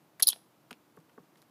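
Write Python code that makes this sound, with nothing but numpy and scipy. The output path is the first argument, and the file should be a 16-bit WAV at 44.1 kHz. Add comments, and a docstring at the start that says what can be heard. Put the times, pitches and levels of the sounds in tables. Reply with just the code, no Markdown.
"""In a small quiet room, a baby fruit bat squawks once, close to the microphone: a wet mouth click, a harsh
rasp, a thin squeal that breaks into more rasps, and weak closing peeps. Then come a smack, soft taps and
tiny ticks as the bats shift on a towel, over a steady hush. Rasps are pulses ringing a throat; squeal and
peeps are gliding tones; clicks, taps and ticks are short rings and noise bursts; the hush is shaped noise."""
import sys
import numpy as np
from scipy import signal
from scipy.fft import rfft, irfft
from scipy.io import wavfile
from scipy.ndimage import uniform_filter1d

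SR = 44100
rng = np.random.default_rng(int(sys.argv[2]) if len(sys.argv) > 2 else 0)


def to_wav(s):
    """Save 16-bit WAV."""
    ch = np.atleast_2d(s).T  # columns
    pcm = np.round(np.clip(ch, -1, 1) * 32767)  # PCM
    wavfile.write(sys.argv[1], SR, pcm.astype(np.int16))


N = 66150
T = np.arange(N) / SR  # time of every sample, s

# Colour of the room hush: pitch_hz, level_db (relative)
HUSH_COLOUR = [(25, -9), (60, -15), (92, -8.5), (140, 1.5), (256, -3.5), (317, 2), (373, -6.5), (677, -7.5),
               (818, -9.5), (1190, -11.5), (1740, -17.5), (2280, -19.5), (4500, -24), (8600, -28),
               (14800, -24.5), (16000, -36.5)]
HUSH_DB = -65
# Colour of the room's reflections: pitch_hz, level_db (relative)
ROOM_COLOUR = [(100, -1), (500, 4), (1500, 2), (4500, -2), (7500, 1.5), (10500, -4.5), (13000, -4.5),
               (16000, -15)]
# Early and late room reflections: build_up_s, t60_s (time to fall 60 dB), level_db
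EARLY, LATE = (0.0033, .06, -14), (.015, 0.29, -27.5)
LOW_CUT_HZ, TOP_HZ = 120, 15400  # limits of the microphone and recorder

# Ticks of claws and fur: start_s, level_db, decay_s, dull_share (0-1)
TICKS = [(0.9669, -52, 0.00042, 0), (0.9897, -56.5, .0006, 0.13), (1.0024, -52, 0.00062, 0.04),
         (1.0955, -54, 0.0044, 0.81), (1.354, -54.5, 0.0012, .5), (1.3582, -49, 0.0024, 0.78),
         (1.3717, -59, 0.025, 0.24), (1.4188, -44.5, .0012, 0.33), (1.4245, -45.5, 0.0023, 0.68)]
# Colours of a bright and a dull tick: pitch_hz, level_db (relative)
BRIGHT_TICK = [(300, -14.5), (1500, 2), (4500, 12), (8000, 5.5), (13000, 10.5), (16000, -23)]
DULL_TICK = [(300, -20), (1200, 11), (2400, 8), (4000, -6), (8000, -35), (16000, -20)]

# Soft taps: start_s, level_db, thump_delay_s, thump_db
TAPS = [(0.7108, -45, 0.0045, -58.5), (0.9712, -44.5, .012, -51), (1.1771, -41, 0.0214, -53.5)]
# Rings inside each tap: pitch_hz, ring_s, level_db (relative to the tap), lag_s
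TAP_RINGS = [(1593, 0.00075, -9.5, 0.0013), (1144, 0.0017, -8.5, 0.0022), (820, 0.00053, -3.5, 0.0062),
             (527, 0.0026, -7, 0.0031), (443.4, 0.0019, -7, 0), (246.5, 0.0028, -7.5, 0.0033)]
THUMP_HZ, THUMP_RING_S = 155.6, .0062

# Wet mouth clicks: start_s, level_db, cavity_hz, ring_s, crack_db (relative), dull_share (0-1)
CLICKS = [(0.1973, -40, 2130, 0.00039, 4.5, 0.06), (0.2003, -36, 2086, 0.00042, 8, 0.1),
          (0.199, -39.5, 1686, 0.00082, 7, 0.27), (0.1992, -45.5, 1700, 0.00046, -4, 0.4),
          (0.2033, -40.5, 1250, 0.00043, 11.5, 0.4), (.2077, -73, 1050, 0.00051, -3, 0),
          (.2117, -38, 3403, .0003, -24, .3), (.3308, -27.5, 3890, 0.00029, 1, .8),
          (0.3301, -48, 752, 0.00092, 1, 0.9), (0.3607, -48, 610, 0.0009, 7, 0.9),
          (.7080, -43, 1826, .0004, 0, 0.01), (0.7085, -40, 1350, .0008, -8, 0.96),
          (0.7106, -33.5, 2670, 0.00023, 0, 0.62), (.7132, -37, 980, 0.00041, -2, 0.37),
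          (.7125, -48.5, 240, 0.006, -22, 0.71), (.7290, -43, 2530, 0.00035, 7, 0.65)]
# Colours of a bright and a dull crack: pitch_hz, level_db (relative)
BRIGHT_CRACK = [(300, -14), (1000, -7), (2500, -4), (4500, -1.5), (7500, -6), (10500, 2), (13000, -3.5),
                (16000, -14.5)]
DULL_CRACK = [(300, -14), (900, -6.5), (2800, 3), (4500, -3.5), (7000, -17), (16000, -26.5)]
CRACK_DECAY_S = .0006
CRACK_TAIL_DECAY_S, CRACK_TAIL_DB = .0035, -14

# Weak peeps: start_s, length_s, start_hz, end_hz, level_db (at the start)
PEEPS = [(0.233, 0.0056, 4366, 4410, -28.5), (.2354, 0.0031, 4108, 3100, -22.5),
         (.2913, 0.0051, 4500, 3660, -23.5), (.2962, 0.011, 3245, 3050, -37.5),
         (0.3206, 0.011, 3412, 3300, -35)]
PEEP_ATTACK_S, PEEP_RELEASE_S = 0.00095, .001
PEEP_FADE_DB, PEEP_OVERTONE_DB = -7, -27.5  # level change by the end; overtone against the main tone
PEEP_WOBBLE, PEEP_FLUTTER = .035, .3  # random spread of pitch and of strength, as fractions

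# Path of the squeal: time_s, pitch_hz, first_harmonic_db, second_harmonic_db, third_harmonic_db
SQUEAL = [(.2664, 4215, -52.5, -67.5, -72.5), (.2671, 4036, -37, -53.5, -71.5),
          (.2694, 3710, -35, -60.5, -66.5), (.2704, 4204, -28.5, -49.5, -48),
          (.2715, 4593, -13.5, -32.5, -39), (.2725, 5000, -22.5, -11.5, -20),
          (.2738, 5015, -23, -14.5, -15.5), (.2752, 5030, -37, -34.5, -34.5),
          (.2765, 4993, -31.5, -24.5, -32), (.2795, 4930, -43.5, -43, -52.5)]
SQUEAL_WOBBLE, SQUEAL_FLUTTER = 0.0086, 0.17  # random spread of pitch and of strength, as fractions

# Rasps: start_s, length_s, pulses_per_s, level_db, upper_hz, upper_width_hz, noise_amount,
# lower_start_hz, lower_end_hz (upper and lower are throat resonances)
RASPS = [(0.2229, 0.0097, 700, -5.5, 10620, 1353, .16, 4700, 3990),
         (0.2792, 0.0026, 1050, -9.5, 11740, 946, .15, 4300, 3774),
         (0.2862, .0038, 1000, -8.5, 10940, 928, .15, 4513, 4158),
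         (0.23, .0042, 930, -20.5, 11000, 2000, .5, 4000, 3300),
         (0.294, 0.011, 540, -25.5, 11660, 1213, .7, 4570, 3500),
         (0.3, .0090, 750, -25.5, 11200, 1700, .7, 3700, 3270)]
# Other throat resonances: pitch_hz, width_hz, level_db (against the upper one)
THROAT = [(800, 800, -33), (2600, 1500, -34), (5400, 500, -17), (6500, 900, -20), (8800, 700, -18),
          (12050, 650, -17), (14900, 450, -23)]
LOWER_WIDTH_HZ, LOWER_DB = 550, -13  # lower resonance, level against the upper one
PULSE_JITTER, PULSE_SCATTER_DB = 0.033, 2.9  # spread of timing (in pulse periods) and of level
PUFF_CYCLES = .3  # decay time of a noise puff, in pulse periods
THROAT_JITTER = 0.031  # spread of the resonances from pulse to pulse, as a fraction
THROAT_ROUNDNESS = 3  # higher gives a rounder swell
RASP_SWELL = 0.59  # below 1 a rasp holds its strength longer


def amp(db):
    """Turn decibels into a gain."""
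    return 10 ** (np.asarray(db) / 20)


def unit(x):
    """Scale a sound to an average strength (rms) of 1."""
    return x / np.sqrt(np.mean(x ** 2))


def noise(colour):
    """Make noise of rms 1 whose spectrum follows a colour table."""
    hz, db = np.array(colour, float).T
    freq = np.maximum(np.arange(N // 2 + 1) * SR / N, 1)
    gain = amp(np.interp(np.log(freq), np.log(hz), db))
    return unit(irfft(rfft(rng.standard_normal(N)) * gain, N))


def wobble():
    """Fast random unsteadiness with spread 1."""
    return unit(uniform_filter1d(rng.standard_normal(N), size=40))


def ring(start, hz, ring_s, t=T, order=1):
    """A resonance whose swing grows until ring_s and dies away; a higher order rounds the swell."""
    age = np.maximum(t - start, 0)
    rise = np.minimum(age / ring_s, 60)
    envelope = (rise * np.exp(1 - rise)) ** order
    return envelope * np.sin(2 * np.pi * hz * age)


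def fade(start, decay_s):
    """A sudden start followed by an exponential decay."""
    return (T >= start) * np.exp(-np.clip((T - start) / decay_s, 0, 100))


def hush():
    """The steady hush of the room, made from shaped noise."""
    return amp(HUSH_DB) * noise(HUSH_COLOUR)


def room(x):
    """Add quick reflections from nearby things and a faint longer tail, both made of fading noise."""
    response = np.zeros(N)
    for build_s, t60, db in (EARLY, LATE):
        decay = np.exp(-np.log(1000) * T / t60)
        tail = noise(ROOM_COLOUR) * np.minimum(T / build_s, 1) ** 2 * decay
        response += amp(db) * unit(tail) / np.sqrt(N)  # total energy set by db
    return x + signal.fftconvolve(x, response)[:N]


def ticks():
    """Claws and fur catch on the towel in decaying noise bursts, some bright, some muffled."""
    bright, dull = noise(BRIGHT_TICK) / 2, noise(DULL_TICK) / 2
    out = np.zeros(N)
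    for start, db, decay_s, share in TICKS:
        grain = (1 - share) * bright + share * dull
        out += amp(db) * fade(start, decay_s) * grain
    return out


def taps():
    """Dull padded knocks made of several short rings, with a delayed low thump."""
    out = np.zeros(N)
    for start, db, delay, thump_db in TAPS:
        for hz, ring_s, ring_db, lag in TAP_RINGS:
            out += amp(db) * amp(ring_db) * ring(start + lag, hz, ring_s)
        out += amp(thump_db) * ring(start + delay, THUMP_HZ, THUMP_RING_S)
    return out


def mouth_clicks():
    """Tongue and lips part with a crack of noise and the mouth cavity rings briefly."""
    bright, dull = noise(BRIGHT_CRACK) / 2, noise(DULL_CRACK) / 2
    out = np.zeros(N)
    for start, db, cavity_hz, ring_s, crack_db, share in CLICKS:
        snap = fade(start, CRACK_DECAY_S) + amp(CRACK_TAIL_DB) * fade(start, CRACK_TAIL_DECAY_S)
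        crack = snap * ((1 - share) * bright + share * dull)
        out += amp(db) * (ring(start, cavity_hz, ring_s) + amp(crack_db) * crack)
    return out


def peeps():
    """Nearly pure whistles that weaken, and mostly sag in pitch, as the effort runs out."""
    out = np.zeros(N)
    for start, length, from_hz, to_hz, db in PEEPS:
        along = np.clip((T - start) / length, 0, 1)
        pitch = (from_hz + (to_hz - from_hz) * along) * (1 + PEEP_WOBBLE * wobble())
        phase = 2 * np.pi * np.cumsum(pitch) / SR
        attack = np.clip((T - start) / PEEP_ATTACK_S, 0, 1)
        release = np.clip((start + length - T) / PEEP_RELEASE_S, 0, 1)
        level = amp(db + PEEP_FADE_DB * along) * (1 + PEEP_FLUTTER * wobble())
        tone = np.sin(phase) + amp(PEEP_OVERTONE_DB) * np.sin(2 * phase)
        out += attack * release * level * tone
    return out


def squeal():
    """A whistle that leaps up in pitch and turns shrill as its higher harmonics grow; all of them flutter."""
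    times, hz, *harmonics = np.array(sorted(SQUEAL)).T
    pitch = np.interp(T, times, hz) * (1 + SQUEAL_WOBBLE * wobble())
    phase = 2 * np.pi * np.cumsum(pitch) / SR
    out = np.zeros(N)
    for number, db in enumerate(harmonics, start=1):
        level = np.interp(T, times, amp(db), 0, 0)  # silent outside the squeal
        out += level * (1 + SQUEAL_FLUTTER * wobble()) * np.sin(number * phase)
    return out


def throat_ring(resonances, stretch, t):
    """One pulse rings every throat resonance at once, with all pitches multiplied by stretch."""
    out = np.zeros(len(t))
    for hz, width, db in resonances:
        ring_s = np.sqrt(THROAT_ROUNDNESS) / (4 * width)  # a wider resonance dies sooner
        out += amp(db) * ring(0, hz * stretch, ring_s, t, order=THROAT_ROUNDNESS)
    return out


def rasps():
    """Trains of uneven vocal pulses, each with a puff of noise, ring a throat whose lower resonance sinks."""
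    out, t = np.zeros(N), T[:512]
    for start, length, rate, db, upper_hz, upper_width, noise_amount, from_hz, to_hz in RASPS:
        chance = rng.standard_normal((32, 3))  # room for 32 pulses
        hiss = rng.standard_normal((32, len(t)))
        puff_s = PUFF_CYCLES / rate
        for k, (late, size, shift) in enumerate(chance):
            age = (k + .5 + PULSE_JITTER * late) / rate
            if age >= length:
                continue
            lower_hz = from_hz + (to_hz - from_hz) * np.sqrt(max(age, 0) / length)
            upper = (upper_hz, upper_width, 0)
            lower = (lower_hz, LOWER_WIDTH_HZ, LOWER_DB)
            throat = throat_ring([upper, lower, *THROAT], 1 + THROAT_JITTER * shift, t)
            # the square root keeps the puff's energy the same for any decay time
            puff = noise_amount * hiss[k] * np.exp(-t / puff_s) * np.sqrt(2 / (puff_s * SR))
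            breath = np.convolve(puff, throat)[:len(t)]
            swell = abs(np.sin(np.pi * age / length)) ** RASP_SWELL
            push = swell * amp(db + PULSE_SCATTER_DB * size)
            at = int((start + age) * SR)
            out[at:at + len(t)] += push * (throat + breath)
    return out


def scene():
    """The bats echo in the room, over its steady hush."""
    bats = ticks() + taps() + mouth_clicks() + peeps() + squeal() + rasps()
    return (hush() + room(bats))[None]


def record(dry):
    """The small microphone loses the deep bass and the recorder cuts the top."""
    bass_cut = signal.butter(2, LOW_CUT_HZ, "high", fs=SR, output="sos")
    top_cut = signal.ellip(8, .2, 60, TOP_HZ, fs=SR, output="sos")  # steep cut
    return signal.sosfilt(top_cut, signal.sosfilt(bass_cut, dry))


dry = scene()
out = record(dry)
to_wav(out)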